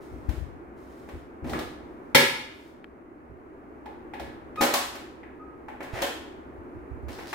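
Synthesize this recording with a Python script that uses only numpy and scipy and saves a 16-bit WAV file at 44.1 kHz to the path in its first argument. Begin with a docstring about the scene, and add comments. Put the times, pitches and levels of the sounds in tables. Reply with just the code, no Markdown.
"""A hinged tin box on a cloth-covered table is opened in a small, hard-walled room.
Over a low room drone and handling rumble, sleeves brush and hands bump the box. The lid scrapes free
(1.4 s), clanks onto its hinges (2.1 s), ticks past upright, squeaks and lands on the table (4.6 s).
Lid and box ring in their own sheet modes; the gain ducks after the loudest blows.
A hand knocks and slides on the box wall (5.8 s), then stirs plastic toys inside (7.1 s)."""
import sys
import numpy as np
from scipy import signal
from scipy.fft import rfft, irfft, next_fast_len
from scipy.io import wavfile
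from scipy.ndimage import uniform_filter1d, minimum_filter1d

SR = 44100
rng = np.random.default_rng(int(sys.argv[2]) if len(sys.argv) > 2 else 0)


def wav_record(signal):
    """Record a signal, one row per channel, as 16-bit PCM in the file named by sys.argv[1]."""
    frames = np.transpose(np.atleast_2d(signal))
    bounded = np.clip(frames, -1, 1)
    # unit amplitude maps onto the largest positive 16-bit level
    quanta = np.round(bounded * 32767).astype(np.int16)
    wavfile.write(sys.argv[1], SR, quanta)


N = 323694
TIME_S = np.arange(N) / SR


def undb(db):
    """Decibels to gain."""
    return 10 ** (np.asarray(db) / 20)


def lookup(points, hz):
    """Read (frequency, value) points on a log-frequency axis."""
    points_hz, values = np.transpose(points)
    return np.interp(np.log(hz + 1e-6), np.log(points_hz), values)


def colour(x, spectrum):
    """Minimum-phase filter with the given spectral shape and unit power gain."""
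    n = min(16384, next_fast_len(2 * x.shape[-1], True))
    gain = undb(lookup(spectrum, np.fft.rfftfreq(n, 1 / SR)))
    gain /= np.sqrt(np.mean(gain ** 2))
    cepstrum = irfft(np.log(gain), n)
    cepstrum[1:n // 2] *= 2
    cepstrum[n // 2 + 1:] = 0
    response = irfft(np.exp(rfft(cepstrum)), n)[:n // 2]
    return signal.oaconvolve(x, np.array(response, ndmin=x.ndim), axes=-1)[..., :x.shape[-1]]


def unit(x):
    """Scale to unit energy per channel."""
    return x / np.sqrt(np.sum(x ** 2, axis=-1, keepdims=True))


def convolve(x, response):
    """Play a stereo signal through a stereo response."""
    return signal.fftconvolve(x, response, axes=-1)[:, :N]


def pan(db):
    """Stereo gains for a left-minus-right level."""
    return undb(np.array([[.5], [-.5]]) * db)


def add(track, time_s, sound):
    """Mix a sound in at a time."""
    start = int(time_s * SR)
    track[:, start:start + sound.shape[-1]] += sound[:, :N - start]


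def diffuse(n, spacing_m=0.22):
    """Noise from all sides at two microphones: alike in the bass, unrelated in the treble."""
    size = next_fast_len(n, True)
    coherence = .95 * np.sinc(2 * np.fft.rfftfreq(size, 1 / SR) * spacing_m / 343)
    mid, side = rfft(rng.standard_normal((2, size))) * np.sqrt([1 + coherence, 1 - coherence])
    return irfft(np.array([mid + side, mid - side]), size)[:, :n] / np.sqrt(2)


def flat_burst(noise, decay_s):
    """A dying noise burst of unit energy and nearly flat spectrum."""
    t = TIME_S[:noise.shape[-1]]
    decay = np.exp(-t / decay_s)
    burst = noise * decay
    for _ in range(4):
        spectrum = rfft(burst)
        whitened = irfft(spectrum / np.abs(spectrum), len(t))
        burst = whitened * np.minimum(1, 10 * decay)
    return unit(burst)


# Room decay: (frequency [Hz], T60 [s])
ROOM_DECAY = [(100, 0.6), (300, 0.45), (1000, 0.65), (2500, 0.7), (5000, 0.58), (9000, 0.5), (15000, 0.37)]

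def room(tail_db=-2, build_s=0.0037):
    """A dense tail of wall reflections whose top treble dies first."""
    t, hz = TIME_S[:SR], np.fft.rfftfreq(SR, 1 / SR)
    noise, centres_hz = rfft(diffuse(SR)), np.geomspace(100, 16000, 10)
    tail = 0
    for centre_hz, weights in zip(centres_hz, np.eye(len(centres_hz))):
        band_gain = lookup(np.column_stack([centres_hz, weights]), hz)
        decay = 1000 ** (-t / lookup(ROOM_DECAY, centre_hz))
        tail += irfft(noise * band_gain, SR) * decay
    return undb(tail_db) * unit(tail * (1 - np.exp(-t / build_s)))


# Room noise: (frequency [Hz], level [dB])
DRONE_SPECTRUM = [(30, -14), (70, -10), (95, -12.5), (190, -11.5), (245, -1), (350, 2.5), (500, -9),
                  (900, -12), (1300, -15), (2200, -25), (2700, -33), (3500, -45.5), (5000, -49.5),
                  (15000, -53)]

def drone(level_db=-43.5, hum_hz=68, hum_rel_db=-15, direct_rel_db=-6, lag_s=0.00046):
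    """Steady fan-like noise with a faint hum; part of it arrives straight from the left."""
    left = rng.standard_normal(N)
    direct = np.array([left, np.interp(TIME_S - lag_s, TIME_S, left)])
    air = colour(diffuse(N, spacing_m=0.19) + undb(direct_rel_db) * direct, DRONE_SPECTRUM)
    hum = colour(rng.standard_normal(N), [(hum_hz / 2, -160), (hum_hz, 0), (hum_hz * 2, -160)])
    return undb(level_db) * (air / air.std() + undb(hum_rel_db) * hum)


# Microphone puffs and box thuds: (time [s], level [dB], decay [s], left minus right [dB])
LOW_THUMPS = [(.115, -43, 0.098, 4), (.284, -31.5, 0.026, 21), (.37, -38, 0.081, 15),
              (1.135, -39.5, 0.034, 5), (1.42, -37.5, .12, -3), (3.297, -47.5, 0.036, -20),
              (4.2, -47, 0.1, -2), (5.932, -35.5, 0.012, -19.5), (6.58, -50.5, 0.035, 14.5),
              (6.744, -46, 0.05, -15), (6.91, -41, 0.044, -10), (7.025, -37.5, 0.065, -7.5)]
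# Handling rumble: (frequency [Hz], level [dB])
RUMBLE_SPECTRUM = [(15, -18), (35, -14.5), (60, 11.5), (90, 2), (140, -2), (220, -15), (600, -63)]

def handling(floor_db=-58.5, drift_db=0.5, drift_per_s=5.7, rise_s=0.0053):
    """Rumble with low thumps: puffs on the microphone and soft thuds of the box on the table."""
    steps = rng.standard_normal((N // 1000, 2)).T
    drift = np.array([np.interp(TIME_S * drift_per_s, np.arange(len(side)), side) for side in steps])
    envelope = undb(floor_db - drift_db * drift)
    t = TIME_S[:SR]
    for time_s, db, decay_s, pan_db in LOW_THUMPS:
        swell = (1 - np.exp(-t / rise_s)) * np.exp(-t / decay_s)
        add(envelope, time_s, undb(db) * pan(pan_db) * swell / swell.max())
    noise = rng.standard_normal((2, N)) + .5 * rng.standard_normal(N)
    return envelope * colour(noise, RUMBLE_SPECTRUM)


def friction(strokes, spectrum, catches_per_s, spread_db, attack_s=0.026, release_s=0.027):
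    """Sliding contact: tiny uneven catches under strokes that swell, hold and die away."""
    catches = (rng.random(N) < catches_per_s / SR) * rng.choice([-1, 1], N)
    catches = catches * undb(spread_db * rng.standard_normal(N).clip(-2, 2))
    pressure = np.zeros((2, N))
    for start_s, length_s, db in strokes:
        attack = np.clip((TIME_S - start_s) / attack_s, 0, 1)
        release = np.exp(-np.clip((TIME_S - start_s - length_s) / release_s, 0, 20))
        pressure += undb(db) * attack * release
    return pressure * colour(catches / catches.std(), spectrum)


# Sleeve strokes: (start [s], length [s], level [dB])
SLEEVE_STROKES = [(0, 0.035, -56), (.08, 0.26, -66.5), (.3, 0.083, -59), (.75, 0.44, -63.5),
                  (1.8, .33, -76), (2.5, 0.18, -59)]
# Cloth friction: (frequency [Hz], level [dB])
SLEEVE_SPECTRUM = [(500, -2), (3000, -3), (6000, -6), (9000, -8.5), (15000, -11)]

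def sleeve_brush():
    """Sleeves brush: dense, very uneven catches make a faint hiss."""
    return friction(SLEEVE_STROKES, SLEEVE_SPECTRUM, catches_per_s=4000, spread_db=9)


# Hand strokes: (start [s], length [s], level [dB])
HAND_STROKES = [(5.81, 0.032, -44), (5.92, 0.1, -33)]
# Skin on tin: (frequency [Hz], level [dB])
HAND_SPECTRUM = [(150, -6.5), (600, 6), (1200, -0.5), (2000, 0), (3000, -8), (4800, -15.5), (8000, -22),
                 (15000, -28)]

def hand_slide():
    """A hand rubs over the box wall in fine, even catches."""
    return friction(HAND_STROKES, HAND_SPECTRUM, catches_per_s=950, spread_db=1.5)


# Toy slides: (start [s], length [s], level [dB])
TOY_STROKES = [(7.078, 0.054, -48), (7.15, .19, -53.5), (7.245, 0.022, -40.5)]
# Plastic on plastic: (frequency [Hz], level [dB])
TOY_SPECTRUM = [(150, -23.5), (600, -2.5), (1200, -2.5), (2200, -7), (3200, -7.5), (4800, -4.5),
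                (7000, -13.5), (15000, -19)]

def toy_slide():
    """Plastic toys slide over each other in sparse, bright catches."""
    return friction(TOY_STROKES, TOY_SPECTRUM, catches_per_s=260, spread_db=3)


# Tin scrapes: (start [s], length [s], level [dB])
SCRAPE_STROKES = [(1.445, .135, -33.5), (4.553, 0.043, -38.5)]
# Tin on tin: (frequency [Hz], level [dB])
SCRAPE_SPECTRUM = [(80, -8), (260, 4.5), (400, 3), (600, 7), (1400, -12.5), (3000, -20.5), (6000, -24),
                   (15000, -33)]

def tin_scrape():
    """The rim drags over the box; later the hinge scrapes softly."""
    return friction(SCRAPE_STROKES, SCRAPE_SPECTRUM, catches_per_s=500, spread_db=1)


def lid_tick(time_s=2.843, energy_db=-15, decay_s=0.002):
    """A small dry tick as the lid swings past upright."""
    out, t = np.zeros((2, N)), TIME_S[:SR // 20]
    click = unit(rng.standard_normal((2, len(t))) * np.exp(-t / decay_s))
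    tick = colour(click, [(600, -4.5), (1700, 7), (3200, -4.5), (6000, -29.5)])
    add(out, time_s, undb(energy_db) * tick)
    return out


# Squeaks: (start [s], length [s], pitch [Hz], level [dB], step per overtone [dB])
HINGE_SQUEAKS = [(4.572, 0.055, 1246, -33, -12.5), (5.395, 0.062, 1257, -49, -28)]

def hinge(waver=0.0073, glide=0.0077):
    """The dry hinge sticks and slips at a nearly steady pitch, swelling as it turns."""
    out = np.zeros((2, N))
    for start_s, length_s, hz, db, overtone_db in HINGE_SQUEAKS:
        progress = np.linspace(0, 1, int(length_s * SR))
        wobble = uniform_filter1d(rng.standard_normal(len(progress)), size=200)
        pitch_hz = hz * (1 + glide * (progress - .5) + waver * wobble / wobble.std())
        phase = 2 * np.pi * np.cumsum(pitch_hz) / SR
        tone = np.sqrt(2) * sum(undb(overtone_db * k) * np.sin((k + 1) * phase) for k in range(4))
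        swell = np.sqrt(np.abs(np.sin(np.pi * progress)))
        add(out, start_s, pan(0) * undb(db) * swell * tone)
    return out


def contacts(blows, chatter_s=0.003, halving_db=40.5, bass_hz=330, treble_hz=4500, spot_q=12):
    """Blow forces, (clean, chattering): soft contacts are bassy, hard edges bright."""
    pushes, chatters = np.zeros((2, 2, N))
    n = next_fast_len(SR // 8, True)
    hz = np.fft.rfftfreq(n, 1 / SR)
    for time_s, db, bass_db, treble_db, spot_hz, spot_db in blows:
        tilt = [(bass_hz, bass_db), (2 * bass_hz, 0), (treble_hz / 2, 0), (treble_hz, treble_db)]
        tilt_rms = np.sqrt(np.mean(undb(lookup(tilt, hz)) ** 2))
        push = tilt_rms * colour(signal.unit_impulse(n), tilt)
        # each spot of the sheet favours its own hollow note
        spot_note = signal.lfilter(*signal.iirpeak(spot_hz, spot_q, fs=SR), push)
        push += undb(spot_db) * spot_note
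        seating_s = chatter_s * .5 ** (db / halving_db)  # harder blows seat sooner
        chatter = flat_burst(rng.standard_normal(n), seating_s)
        gains = undb(db) * pan(0.5)
        add(pushes, time_s, gains * push)
        add(chatters, time_s, gains * signal.fftconvolve(push, chatter))
    return np.array([pushes, chatters])


def ring(modes):
    """The clear modes of a sheet; higher ones differ more in phase between channels."""
    t, out = TIME_S[:SR], 0
    for hz, db, t60_s in modes:
        phase = rng.uniform(-1, 1, (2, 1)) * min(hz / 1000, np.pi / 2)
        decay = 1000 ** (-t / t60_s)
        out += undb(db) * unit(np.sin(2 * np.pi * hz * t + phase) * decay)
    return unit(out)


def tin_panel(forces, spectrum, modes, blur_s, direct_db, ring_db):
    """A struck sheet: (crack that feeds the room, direct crack and ring)."""
    pushes, chatters = forces
    crack = colour(chatters, spectrum)
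    # crowded, quickly damped modes blur the crack
    blur = flat_burst(diffuse(SR // 4, spacing_m=0.079), blur_s)
    direct = undb(direct_db) * convolve(crack, blur) + undb(ring_db) * convolve(pushes, ring(modes))
    return crack, direct


# Hands and lid edge on the box:
# (time [s], level [dB], bass [dB], treble [dB], spot note [Hz], spot gain [dB])
BOX_BLOWS = [(.291, -10, 12.5, -0.5, 654, 5.5), (1.088, -12.5, 10.5, -5.5, 400, -12),
             (1.443, -12, 17.5, -9, 259, 6.5), (4.6085, 9, 3, -3.5, 803, 5), (4.612, 1.5, 6, 12, 1230, -14),
             (4.621, 10, 3, 2, 536, 3), (4.633, 6.5, -13, 5.5, 262, -18), (4.7385, 9.5, -9.5, 8, 1130, 3.5),
             (4.952, -7.5, -13, -1, 533, -10), (5.683, -8.5, -2, -13.5, 866, 7.5),
             (5.805, -4.5, 1.5, -13, 1960, -10), (5.828, -21, 13, 8.5, 1950, -2), (6.019, 0, 1, 8, 3150, 6),
             (6.025, 1.5, -5, -13, 533, 8.5)]
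# Toys on the box: (time [s], level [dB], bass [dB], treble [dB], spot note [Hz], spot gain [dB])
TOY_BLOWS = [(7.083, -11, 7.5, -1.5, 4810, -28), (7.185, -8.5, 3.5, -6, 606, -8),
             (7.328, 3, -37, -7, 1530, -1)]
# Box crack: (frequency [Hz], level [dB])
BOX_SPECTRUM = [(50, -42), (160, -16.5), (260, -4), (400, -6), (580, -4), (830, 0), (1150, -8.5),
                (1700, -6.5), (3000, -12), (5700, -20), (7600, -19.5), (9200, -23.5), (12500, -22),
                (15500, -26)]
# Box modes: (frequency [Hz], level [dB], T60 [s])
BOX_SHEET_MODES = [(248, -3, .5), (312, -3, .55), (490, -2, .48), (562, 2, .5), (608, -5, .3),
                   (655, -5, .35), (725, -6, .4), (822, -4, .55), (985, -7, .65), (1052, -9, .5),
                   (1125, -8, .6), (1340, -7, .6), (1513, -6, .65), (1790, -5, .65), (2239, -6, .5),
                   (2842, -8, .55), (3365, -19, .4)]

def box():
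    """Hands, the lid's edge and tumbling toys strike the box; loose toys rattle longer."""
    forces = contacts(BOX_BLOWS) + contacts(TOY_BLOWS, chatter_s=0.0107)
    return tin_panel(forces, BOX_SPECTRUM, BOX_SHEET_MODES, blur_s=0.006, direct_db=-5.5, ring_db=-6)


# Blows on the lid: (time [s], level [dB], bass [dB], treble [dB], spot note [Hz], spot gain [dB])
LID_BLOWS = [(1.495, -14.5, 8.5, 5.5, 547, 7), (1.533, -5, 13.5, -6.5, 1220, 17),
             (1.590, -10, -4, 4.5, 480, 16), (2.1475, 18, -7, 1, 2210, 3.5),
             (2.1502, 21, 0.5, 3.5, 550.4, 3), (2.158, 16, 2.5, 0.5, 2890, -2.5),
             (3.858, -19, -3.5, -4.5, 815, 26), (4.136, -9.5, -3, -10, 800, 15),
             (4.197, -12.5, 3, 0.5, 678, 22.5), (4.264, -19, 8, -19.5, 1585, -2.5),
             (4.558, -16.5, -7, -3, 1235, 12), (5.232, -15, -4, -23, 2040, -7)]
# Lid crack: (frequency [Hz], level [dB])
LID_SPECTRUM = [(50, -39), (100, -16.5), (165, -9), (300, -5), (430, -6), (560, -5.5), (680, -14),
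                (920, -4.5), (1120, -11.5), (1900, -7), (2700, -11), (3600, -10.5), (6500, -22),
                (12000, -23.5), (15500, -26)]
# Lid modes: (frequency [Hz], level [dB], T60 [s])
LID_SHEET_MODES = [(247, -7, .7), (312, -6, .6), (338, -8, .3), (554, 1, .45), (834, -11, .6),
                   (931, -4, .3), (1384, -11, .55), (1651, -3, .45), (1709, 5, .62), (1895, -4, .55),
                   (2009, -3, .4), (2124, -4, .3), (2162, 1, .45), (2251, -2, .4), (2316, -4, .4),
                   (2466, -3, .42), (2519, -1, .58), (2778, -7, .45), (2840, -4, .55), (3198, -9, .4),
                   (3490, -7, .42), (3567, -9, .42), (3874, -10, .4), (4350, -17, .4)]

def lid():
    """The lid clanks and rings; raised, it faces the microphone, so more arrives directly."""
    forces = contacts(LID_BLOWS)
    return tin_panel(forces, LID_SPECTRUM, LID_SHEET_MODES, blur_s=0.0057, direct_db=-4, ring_db=-5)


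def scene():
    """Lid, box, toys and hinge sound in the room; drone and handling lie beneath."""
    lid_crack, lid_direct = lid()
    box_crack, box_direct = box()
    rubbing = tin_scrape() + hand_slide() + toy_slide() + sleeve_brush()
    squeak = hinge()
    reflections = convolve(lid_crack + box_crack + rubbing + undb(3.5) * squeak, room())
    direct = lid_direct + box_direct + undb(-7.5) * rubbing + undb(1.5) * squeak
    return reflections + direct + lid_tick() + handling() + drone()


def gain_control(x, threshold_db=-22, share=0.28, window_s=0.01, hold_s=1, recovery_db_per_s=4.5):
    """A loud sound turns the gain down at once; it holds, then creeps back."""
    power = uniform_filter1d(np.mean(x ** 2, axis=0), int(window_s * SR))
    excess_db = np.maximum(10 * np.log10(np.abs(power) + 1e-12) - threshold_db, 0)
    hold = int(hold_s * SR)
    held_db = minimum_filter1d(-share * excess_db, hold, origin=(hold - 1) // 2, mode="constant")
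    recovery_db = recovery_db_per_s * TIME_S
    gain_db = np.minimum.accumulate(held_db - recovery_db) + recovery_db
    return x * undb(gain_db)


def record(dry):
    """Gain control, clipping at full scale, steep low-pass."""
    clipped = np.clip(gain_control(dry), -1, 1)
    cutoff_hz = 15750
    return signal.sosfilt(signal.ellip(10, .2, 70, cutoff_hz, fs=SR, output="sos"), clipped)


dry = scene()
out = record(dry)
wav_record(out)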